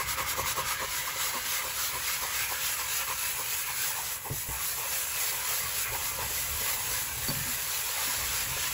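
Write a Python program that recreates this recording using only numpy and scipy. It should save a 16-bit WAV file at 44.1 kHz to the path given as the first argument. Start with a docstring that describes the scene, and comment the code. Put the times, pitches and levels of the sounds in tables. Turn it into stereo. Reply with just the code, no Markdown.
"""A fine sanding sponge scrubs back and forth over a glass plate on a table. From the start its grit
hisses and rings the glass, the sponge sticks and slips with a chirp on the way back, and the table
rumbles under the arm. Around one second the strokes slow into ovals, and knocks begin to come from the
judder and the other hand. By four seconds the sponge has crossed from right to left.
Just after seven seconds the other hand changes grip, with a cluster of bumps and a short squeak."""
import sys
import numpy as np
from scipy import signal
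from scipy.fft import rfft, irfft, next_fast_len
from scipy.io import wavfile
from scipy.ndimage import uniform_filter1d, map_coordinates

SR = 44100
rng = np.random.default_rng(int(sys.argv[2]) if len(sys.argv) > 2 else 0)


def store_wav(level_fs):
    """Save 16-bit WAV to argv[1]."""
    pcm = np.round(np.clip(np.atleast_2d(level_fs), -1, 1) * 32767)
    wavfile.write(sys.argv[1], SR, pcm.T.astype(np.int16))


N = 384993

# Levels in the tables are relative: each sound's function sets its final loudness.
# forward strokes, five a second, then about three and a half: (middle [s], length [s], hiss level [dB])
FORWARD_STROKES = [(0.112, 0.058, -31.5), (0.303, 0.052, -31), (0.495, 0.06, -31), (0.706, 0.072, -33),
                   (0.965, 0.1, -34.5), (1.25, 0.1, -33), (1.529, 0.12, -33.5), (1.833, 0.115, -33),
                   (2.108, 0.11, -33.5), (2.392, 0.11, -33.5), (2.68, 0.12, -32.5), (2.955, 0.113, -33),
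                   (3.255, 0.12, -34), (3.555, 0.13, -35), (3.849, 0.13, -33), (4.113, 0.1, -39.5),
                   (4.385, 0.089, -36.5), (4.67, 0.096, -34.5), (4.968, 0.13, -34.5), (5.242, 0.13, -34),
                   (5.536, 0.12, -34), (5.8, 0.083, -32.5), (6.067, 0.08, -34), (6.38, 0.13, -35.5),
                   (6.676, 0.14, -35), (6.95, 0.13, -36), (7.271, 0.24, -50), (7.51, 0.088, -37.5),
                   (7.617, 0.04, -43), (7.785, 0.076, -40), (8.084, 0.2, -36), (8.362, 0.14, -36),
                   (8.63, 0.1, -35.5)]
# lighter strokes back, on which the sponge judders:
# (middle [s], hiss level [dB], judder level [dB], plate jolt level [dB], half length of judder [s])
RETURN_STROKES = [(0.008, -35, -32, -46, 0.014), (0.203, -35, -33, -45.5, 0.017),
                  (0.395, -34.5, -33, -41.5, 0.013), (0.59, -34.5, -33, -43, 0.019),
                  (0.828, -41.5, -34.5, -41.5, 0.017), (1.081, -43, -34.5, -59, 0.0069),
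                  (1.36, -41, -36, -51, 0.019), (1.655, -46, -41, -49, 0.018),
                  (1.96, -41.5, -36, -49, 0.018), (2.241, -37.5, -36, -47, 0.015),
                  (2.523, -37, -36.5, -53, 0.016), (2.81, -37, -37.5, -54, 0.015),
                  (3.109, -39, -35, -49.5, 0.017), (3.401, -40, -39.5, -51, 0.019),
                  (3.696, -41, -36.5, -60, 0.016), (3.991, -46, -37.5, -62, 0.019),
                  (4.268, -48, -38, -50, 0.013), (4.533, -43, -42, -60, 0.027),
                  (4.8, -46, -41.5, -50, 0.014), (5.33, -46, -43, -53, 0.012),
                  (5.953, -38, -37.5, -52, 0.02), (6.228, -39, -36.5, -49, 0.015),
                  (6.77, -49, -47, -66, 0.037)]
# moving in ovals, the sponge keeps sliding between strokes: (time [s], hiss level [dB])
GLIDE_LEVEL = [(0.0, -42), (0.55, -41), (1.0, -36.5), (2.0, -35.5), (3.5, -36), (4.12, -35), (4.2, -43),
               (4.48, -38.5), (4.75, -35), (5.7, -34), (5.88, -36.5), (6.2, -36), (6.5, -34), (7.0, -33.5),
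               (7.11, -36.5), (7.3, -33.5), (7.43, -34), (7.5, -35), (7.7, -33), (8.73, -34)]
# where the sponge works: (time [s], place [0 right edge to 1 left edge])
SPONGE_PLACE = [(0, 0.027), (1.8, 0.048), (2.5, 0.36), (3.4, 0.65), (4.2, 0.91), (6.9, 1), (7.8, 0.8),
                (8.73, 0.9)]
# the tone of grit on glass: (frequency [Hz], level [dB])
GRIT_SPECTRUM = [(100, -30), (300, -30), (700, -15), (1300, -3), (3200, -1.5), (5500, -1), (7600, 0.83),
                 (10400, 0.5), (11900, 0.5), (12500, 2.5), (13300, 0.8), (15500, -.5)]
# the hiss changes colour as the sponge travels: (time [s], high treble over the rest [dB])
HISS_BRIGHTNESS = [(0, -1.5), (.7, -3.5), (1.0, -3), (2.2, -2), (2.9, -1), (3.6, 2.2), (4.1, -0.5),
                   (4.25, 11), (4.37, 2.5), (4.48, 8), (4.6, 2), (5.1, 1.2), (6.4, 1), (7.5, 0.8),
                   (8.73, -2.5)]
# how alike left and right are in the hiss, rasp and rumble: (frequency [Hz], likeness [0 to 1])
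HISS_LIKENESS = [(200, 0.38), (1500, 0.039), (4200, 0.47), (5600, 0.055), (6900, 0.73), (8100, 0.7),
                 (8600, 1), (9450, 1), (10000, 0.63), (10600, 0.75), (11600, 1), (12200, 0.6), (13000, 1),
                 (13700, 1), (14150, 0.6), (14700, 1)]
RASP_LIKENESS = [(300, 0.22), (530, 0.39), (1000, 0.8), (1600, 0.12), (2400, 0.94)]
RUMBLE_LIKENESS = [(100, 0.95), (250, 0.7)]
# the plate's ringing notes, with the sponge in three places:
# (pitch [Hz], width [Hz], level at right edge [dB], level in middle [dB], level at left edge [dB])
PLATE_NOTES = [(305, 14, -13, -24, -20), (400, 24, -7, -24, -30), (437, 32, -17, -6, -1),
               (529.5, 32.6, -1.5, -4, 0.5), (700, 270, -15, -14, -7.5), (880, 67, -6.5, -5.5, -0.5),
               (986, 46, 3, 1.5, 2), (1128, 55, -4, -1, 1), (1228, 76, 2.5, -7.5, -9),
               (1352, 53, -3, 3.5, -3.5), (1626, 122, 1, 4, 0.8), (1790, 74, -4, 0, -3),
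               (2008, 66, 1, -4, 3.2), (2166, 87, 1.5, 0.5, -5), (2415, 144, -10, 0, -3.5),
               (2620, 140, -11, 1.5, -3), (3040, 560, -8.5, -23, -9.5)]
# the plate's rasp at a middling sliding speed: (time [s], level [dB])
RASP_LEVEL = [(0.0, -35.5), (0.9, -35.5), (1.4, -35.5), (1.8, -37), (2.4, -36), (3.2, -38), (3.6, -38.5),
              (3.9, -38), (4.2, -44), (4.4, -44.5), (4.55, -39.5), (5.0, -39), (5.35, -37.5), (5.5, -38.5),
              (5.65, -38), (5.82, -39), (5.92, -39), (6.8, -38), (7.12, -41.5), (7.35, -39), (7.7, -39.5),
              (8.0, -37), (8.73, -38)]
# coarse grit catches and scrapes the plate harder: (time [s], change in rasp [dB])
GRIT_SCRAPES = [(.197, 4.5), (.73, 2.5), (.82, 2), (1.22, 0), (3.02, 6), (3.11, 4), (4.67, -0.5),
                (4.94, 1.5), (5.46, 0), (5.52, 3.5), (5.88, 5), (5.95, 3), (6.21, 5.5), (6.69, 3.5),
                (7.985, 2.5), (8.42, 1.5)]
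# the arm keeps the table trembling: (time [s], level [dB])
SHAKE_LEVEL = [(0, -46), (.8, -48), (1.2, -55), (2.2, -50.5), (3, -54.5), (4, -54.5), (4.9, -53),
               (5.5, -55.5), (6.1, -47), (6.9, -45.5), (7.35, -43.5), (7.9, -56), (8.2, -43.5), (8.73, -45)]
# the tone of the shaken table, the quiet room and the jolted plate: (frequency [Hz], level [dB])
RUMBLE_SPECTRUM = [(20, -29), (40, -3), (60, 5), (95, -2), (135, 0.5), (175, -13.5), (300, -13), (600, -35),
                   (2000, -69)]
ROOM_SPECTRUM = [(20, -27), (60, -1), (130, 6), (250, -16), (1000, -18), (15000, -48)]
JOLT_SPECTRUM = [(60, -23), (220, -8.5), (400, -1.5), (530, 2), (680, -8.5), (2000, -34.0)]
# harder shoves rock the table: (time [s], level [dB], centre frequency [Hz])
ARM_SHOVES = [(.05, -46.5, 89), (.24, -48, 89), (.44, -44, 88), (0.62, -45, 100), (4.346, -43, 65),
              (5.659, -46.5, 100), (5.931, -44, 65), (6.239, -43, 85), (6.56, -42, 61.7), (7.391, -41, 75),
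              (8.229, -44, 54.5), (8.5, -43.5, 92)]
# short knocks ring the plate and table, from hand bumps and the sponge's judder:
# (time [s], level [dB], frequency rung hardest [Hz])
PLATE_KNOCKS = [(0.826, -46, 400), (1.16, -39, 530), (1.351, -37, 261), (1.455, -44, 261),
                (4.301, -30, 416), (4.31, -24, 129), (4.324, -32, 380), (4.487, -22.5, 90),
                (4.489, -36, 445), (5.922, -35, 500), (6.189, -33, 504), (6.305, -36.5, 506),
                (6.61, -35, 460), (6.915, -40, 480), (7.283, -29, 1000), (7.285, -27, 240),
                (7.292, -27, 135), (7.301, -28, 1000), (7.301, -23.5, 190), (7.309, -33, 560),
                (7.372, -30, 151), (7.41, -31, 140), (7.458, -35, 220), (7.486, -36.5, 230),
                (8.075, -37, 270), (8.565, -35, 500)]
# the table top's ringing notes: (pitch [Hz], level [dB], time to fade by 60 dB [s])
TABLE_NOTES = [(63.3, 2.5, 0.29), (106, 0, 0.082), (134, -0.5, 0.12), (186, -8.5, 0.12), (244, -3.5, 0.15),
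               (307, -2.5, 0.125), (365, -6, 0.083), (449, -2.5, 0.11), (538, -1, 0.1), (915, -4, 0.046),
               (1105, -5, 0.084)]
# in the treble, left and right swing in and out of step: (frequency [Hz], lead of the left [radians])
LEFT_LEAD = [(20, 0), (3200, .5), (5000, 0), (7200, -.05), (7900, -1), (8450, -3.1), (9500, -3.17),
             (10500, -6.2), (11650, -6.35), (12800, -9.38), (13720, -9.46), (14600, -12.5), (16000, -12.6)]


def amp(db):
    """Turn decibels into a number to multiply by."""
    return 10 ** (np.asarray(db) / 20)


def unit(x):
    """Scale a signal to an average power of 1."""
    return x / np.sqrt(np.mean(x ** 2) + 1e-20)


def along(points, hz):
    """Read between (frequency, value) points, with octaves evenly spaced."""
    freqs, values = np.transpose(points)
    return np.interp(np.log(hz + 1), np.log(freqs + 1), values)


def clock():
    """The time of each sample in seconds."""
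    return np.arange(N) / SR


def curve(points):
    """Join (time, value) points with straight lines."""
    return np.interp(clock(), *np.transpose(points))


def wobble(per_second):
    """A smooth curve through this many random values a second."""
    return map_coordinates(rng.standard_normal(int(N * per_second / SR) + 4), [clock() * per_second])


def filtered(x, response):
    """Scale or delay each frequency in x as response(hz) says."""
    size = next_fast_len(N + SR // 2)
    return irfft(rfft(x, size) * response(np.fft.rfftfreq(size, 1 / SR)), size)[..., :N]


def coloured(x, spectrum):
    """Give x the tone of a (frequency, level) table."""
    return filtered(x, lambda hz: amp(along(spectrum, hz)))


def spread(pair, likeness):
    """Mix two unrelated signals into a left and right that are partly alike."""
    angle = lambda hz: np.arccos(np.clip(along(likeness, hz), -1, 1)) / 2
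    mid, side = filtered(pair, lambda hz: np.array([np.cos(angle(hz)), np.sin(angle(hz))]))
    return unit(np.array([mid + side, mid - side]))


def swell(middle, length, squareness=3.06):
    """One push rises, holds and falls, staying above half height for length seconds."""
    out = np.zeros(N)
    near = np.arange(max(0, int((middle - 2 * length) * SR)), min(N, int((middle + 2 * length) * SR)))
    out[near] = .5 ** (np.abs(2 * (near / SR - middle) / length) ** squareness)
    return out


def stroke_level(return_s=0.05, turn_s=0.031, turn_db=1.03):
    """The hiss level in dB: it swells with each stroke and dips where the hand turns round."""
    strokes = list(FORWARD_STROKES) + [(s, return_s, db) for s, db, *_ in RETURN_STROKES]
    power = amp(curve(GLIDE_LEVEL)) ** 2 + sum(amp(db) ** 2 * swell(s, length) for s, length, db in strokes)
    turns = sum(swell(s + 0.72 * length, turn_s) for s, length, _ in FORWARD_STROKES)
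    return 10 * np.log10(power) - turn_db * turns


def scratches(per_second, rubbing, uneven_db=0.5):
    """Two streams of tiny grit hits of uneven size, over smooth rubbing noise."""
    hits = rng.random((2, N)) < per_second / SR
    sizes = rng.standard_normal((2, N)) * amp(uneven_db * rng.standard_normal((2, N)))
    return unit(unit(hits * sizes) + rubbing * rng.standard_normal((2, N)))


def clumps(x, depth_db, above_hz=560):
    """Clumps of grit catch and let go, briefly lifting narrow bands; the low notes stay even."""
    hz, _, bands = signal.stft(x, SR, nperseg=1024)
    patches = uniform_filter1d(rng.standard_normal(bands.shape[1:]), size=4, axis=0)  # blur in pitch
    patches = uniform_filter1d(patches, size=6, axis=1)  # and in time
    reach = 1 / (1 + (above_hz / (hz[:, None] + 1)) ** 4)
    return signal.istft(bands * amp(depth_db * reach * unit(patches)), nperseg=1024)[1][:, :N]


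def grit_hiss(speed_db, split_hz=7000):
    """Grit hisses on glass; each stroke bites coarsely at first and ends brighter."""
    t = clock()
    progress = sum((t - s) / length * swell(s, 1.9 * length) for s, length, _ in FORWARD_STROKES)
    stall_db = 0.82 * np.minimum(speed_db + 3, 0)  # a stalling sponge sounds duller
    bright_db = curve(HISS_BRIGHTNESS) + 2 * progress + stall_db
    grit = clumps(scratches(per_second=12000, rubbing=1.7), depth_db=2.0)
    grit = spread(coloured(grit, GRIT_SPECTRUM), HISS_LIKENESS)
    fine = filtered(grit, lambda hz: 1 / (1 + (split_hz / (hz + 1)) ** 8))
    coarse = (grit - fine) * amp([[.6], [-.6]])  # a little to the left
    return fine * amp(.5 * bright_db + 1.12) + coarse * amp(0.2 * speed_db - .5 * bright_db + 0.29)


def bent(x, pitch_share=0.012, per_second=7):
    """The moving hand weighs on the plate and bends its notes up and down."""
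    position = np.cumsum(1 + pitch_share * wobble(per_second))
    return np.array([map_coordinates(channel, [position], order=3, mode="mirror") for channel in x])


def plate_rasp():
    """Coarse grit rings the plate; which notes are strong depends on where the sponge is."""
    place = np.clip(curve(SPONGE_PLACE) + 0.1 * wobble(7), 0, 1)
    rasp = clumps(scratches(per_second=4000, rubbing=0.67), depth_db=3.0)
    rasp = spread(rasp, RASP_LIKENESS)
    pitches, widths, *levels_by_place = np.transpose(PLATE_NOTES)
    grid_hz = np.geomspace(20, SR / 2, 2000)
    peaks = 1 / (1 + ((grid_hz[:, None] ** 2 - pitches ** 2) / (widths * grid_hz[:, None])) ** 2)
    out = 0
    for spot, db in enumerate(levels_by_place):  # right, middle, left
        response = np.sqrt(peaks @ amp(db) ** 2)
        nearness = np.maximum(1 - np.abs(2 * place - spot), 0)
        out = out + nearness * unit(filtered(rasp, lambda hz: np.interp(hz, grid_hz, response)))
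    return bent(out) * amp([[.8], [-.8]])


def sanding(middling_db=-33, scrape_s=0.047):
    """Faster sliding makes the hiss much louder and the plate's rasp a little louder."""
    hiss_db = stroke_level()
    speed_db = hiss_db - middling_db  # 0 at a middling sliding speed
    scrape_db = sum(db * swell(s, scrape_s) for s, db in GRIT_SCRAPES)
    rasp_db = curve(RASP_LEVEL) + 0.17 * speed_db + scrape_db
    grip_db = 0.36 * wobble(70) + 0.081 * wobble(300)  # the foam grips unevenly
    catch_db = 0.64 * wobble(36)  # coarse grit catches now more, now less
    hiss = grit_hiss(speed_db) * amp(hiss_db + 3.6 + grip_db)
    return hiss + plate_rasp() * amp(rasp_db - 0.77 + grip_db + catch_db)


def rumble():
    """The table shakes under the arm, over faint room noise and mains hum."""
    noise = lambda spectrum: spread(coloured(rng.standard_normal((2, N)), spectrum), RUMBLE_LIKENESS)
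    hum = amp(-64.5) * np.sin(2 * np.pi * 60 * clock())
    hum += amp(-70.0) * np.sin(2 * np.pi * 240 * clock()) * amp(3.8 * wobble(6))
    shake = amp(curve(SHAKE_LEVEL) - 2.0) * noise(RUMBLE_SPECTRUM)
    return shake + amp(-58.5) * noise(ROOM_SPECTRUM) + hum


def judder(right_hz=1053, left_hz=928):
    """The sponge's edge sticks and slips unsteadily: a short, rough chirp that also jolts the plate."""
    out, t = np.zeros((2, N)), clock()
    unsteady_time = np.cumsum(1 + .095 * wobble(420)) / SR
    roughness = amp(2.2 * wobble(330))
    jolt = coloured(rng.standard_normal(N), JOLT_SPECTRUM)
    for s, _, db, jolt_db, half_s in RETURN_STROKES:
        near = np.abs(t - s) < .1
        slip_hz = right_hz + (left_hz - right_hz) * np.interp(s, *np.transpose(SPONGE_PLACE))
        phase = 2 * np.pi * slip_hz * unsteady_time[near] + np.array([[.15], [-.15]])
        chirp = amp(db + 2.0) * (np.sin(phase) + amp(-11.5) * np.sin(2 * phase))
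        body = amp(jolt_db - 0.5) * (unit(jolt[near]) + amp(4) * np.sin(phase / 2))
        shape = np.exp(-.5 * ((t[near] - s) / half_s) ** 2)
        out[:, near] += shape * roughness[near] * (chirp + body)
    return out * amp([[.3], [-.3]])


def room_echo(x, fade_s):
    """A small room answers left and right each with its own short tail."""
    t = np.arange(SR // 3) / SR
    tail = rng.standard_normal((2, len(t))) * amp(-60 * t / fade_s) * (1 - np.exp(-t / 0.0014))
    return signal.fftconvolve(x, tail / np.linalg.norm(tail[0]), axes=1)[:, :N]


def shoves(length_s=0.063, band_ratio=1.66):
    """Each hard shove rocks the table in a short, low swell."""
    out, t = np.zeros(N + SR), np.arange(SR // 2) / SR
    for s, db, hz in ARM_SHOVES:
        start = max(0, round(s * SR) - len(t) // 2)
        band = signal.butter(3, [hz / band_ratio, hz * band_ratio], "bandpass", fs=SR, output="sos")
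        shape = .5 ** ((2 * (t + start / SR - s) / length_s) ** 2)
        rock = signal.sosfilt(band, rng.standard_normal(len(t))) * np.sqrt(shape)
        out[start:][:len(t)] += amp(db) * unit(rock) * np.sqrt(shape.mean())
    return out[:N]


def knocks(narrowness=2.5, rise_cycles=0.4):
    """Knocks ring the table: soft ones pick low notes and rise slowly, hard ones pick high and click."""
    out, t = np.zeros(N + SR), np.arange(SR // 3) / SR
    for s, db, contact_hz in PLATE_KNOCKS:
        ring = 0
        for hz, note_db, fade_s in TABLE_NOTES:
            share = 1 / (1 + (narrowness * (hz / contact_hz - contact_hz / hz)) ** 2)
            fade = amp(note_db + rng.normal(0, 1) - 60 * t / fade_s)
            ring += share * fade * np.sin(2 * np.pi * hz * (1 + rng.normal(0, 0.024)) * t)
        dull = signal.butter(2, min(2.6 * contact_hz, SR / 3), fs=SR)
        click = signal.lfilter(*dull, rng.standard_normal(len(t))) * amp(4.0 - 60 * t / 0.061)
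        rise = 1 - np.exp(-t * contact_hz / rise_cycles)
        out[round(s * SR):][:len(t)] += amp(db) * (ring + click) * rise
    return out[:N]


def squeak(start_s=7.28, length_s=0.027, pitch_hz=4540):
    """The thumb skids on the glass with a brief, rough, high squeak that fades."""
    progress = np.clip((clock() - start_s) / length_s, 0, 1)
    phase = 2 * np.pi * np.cumsum(pitch_hz * (1 + 0.011 * wobble(800))) / SR
    return amp(-28 - 4.5 * progress) * np.abs(np.sin(np.pi * progress)) ** .5 * np.sin(phase)


def scene():
    """All the sounds together; only the judder and knocks echo in the room."""
    contacts = judder() + knocks()
    return sanding() + contacts + amp(-8) * room_echo(contacts, fade_s=0.16) + squeak() + shoves() + rumble()


def record(dry, top_hz=15750):
    """Shift left and right out of step in parts of the treble, and cut the very highest sound."""
    shift = lambda hz: np.exp(.5j * along(LEFT_LEAD, hz) * np.array([[1], [-1]]))
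    return filtered(dry, lambda hz: shift(hz) * (hz < top_hz))


dry = scene()
out = record(dry)
store_wav(out)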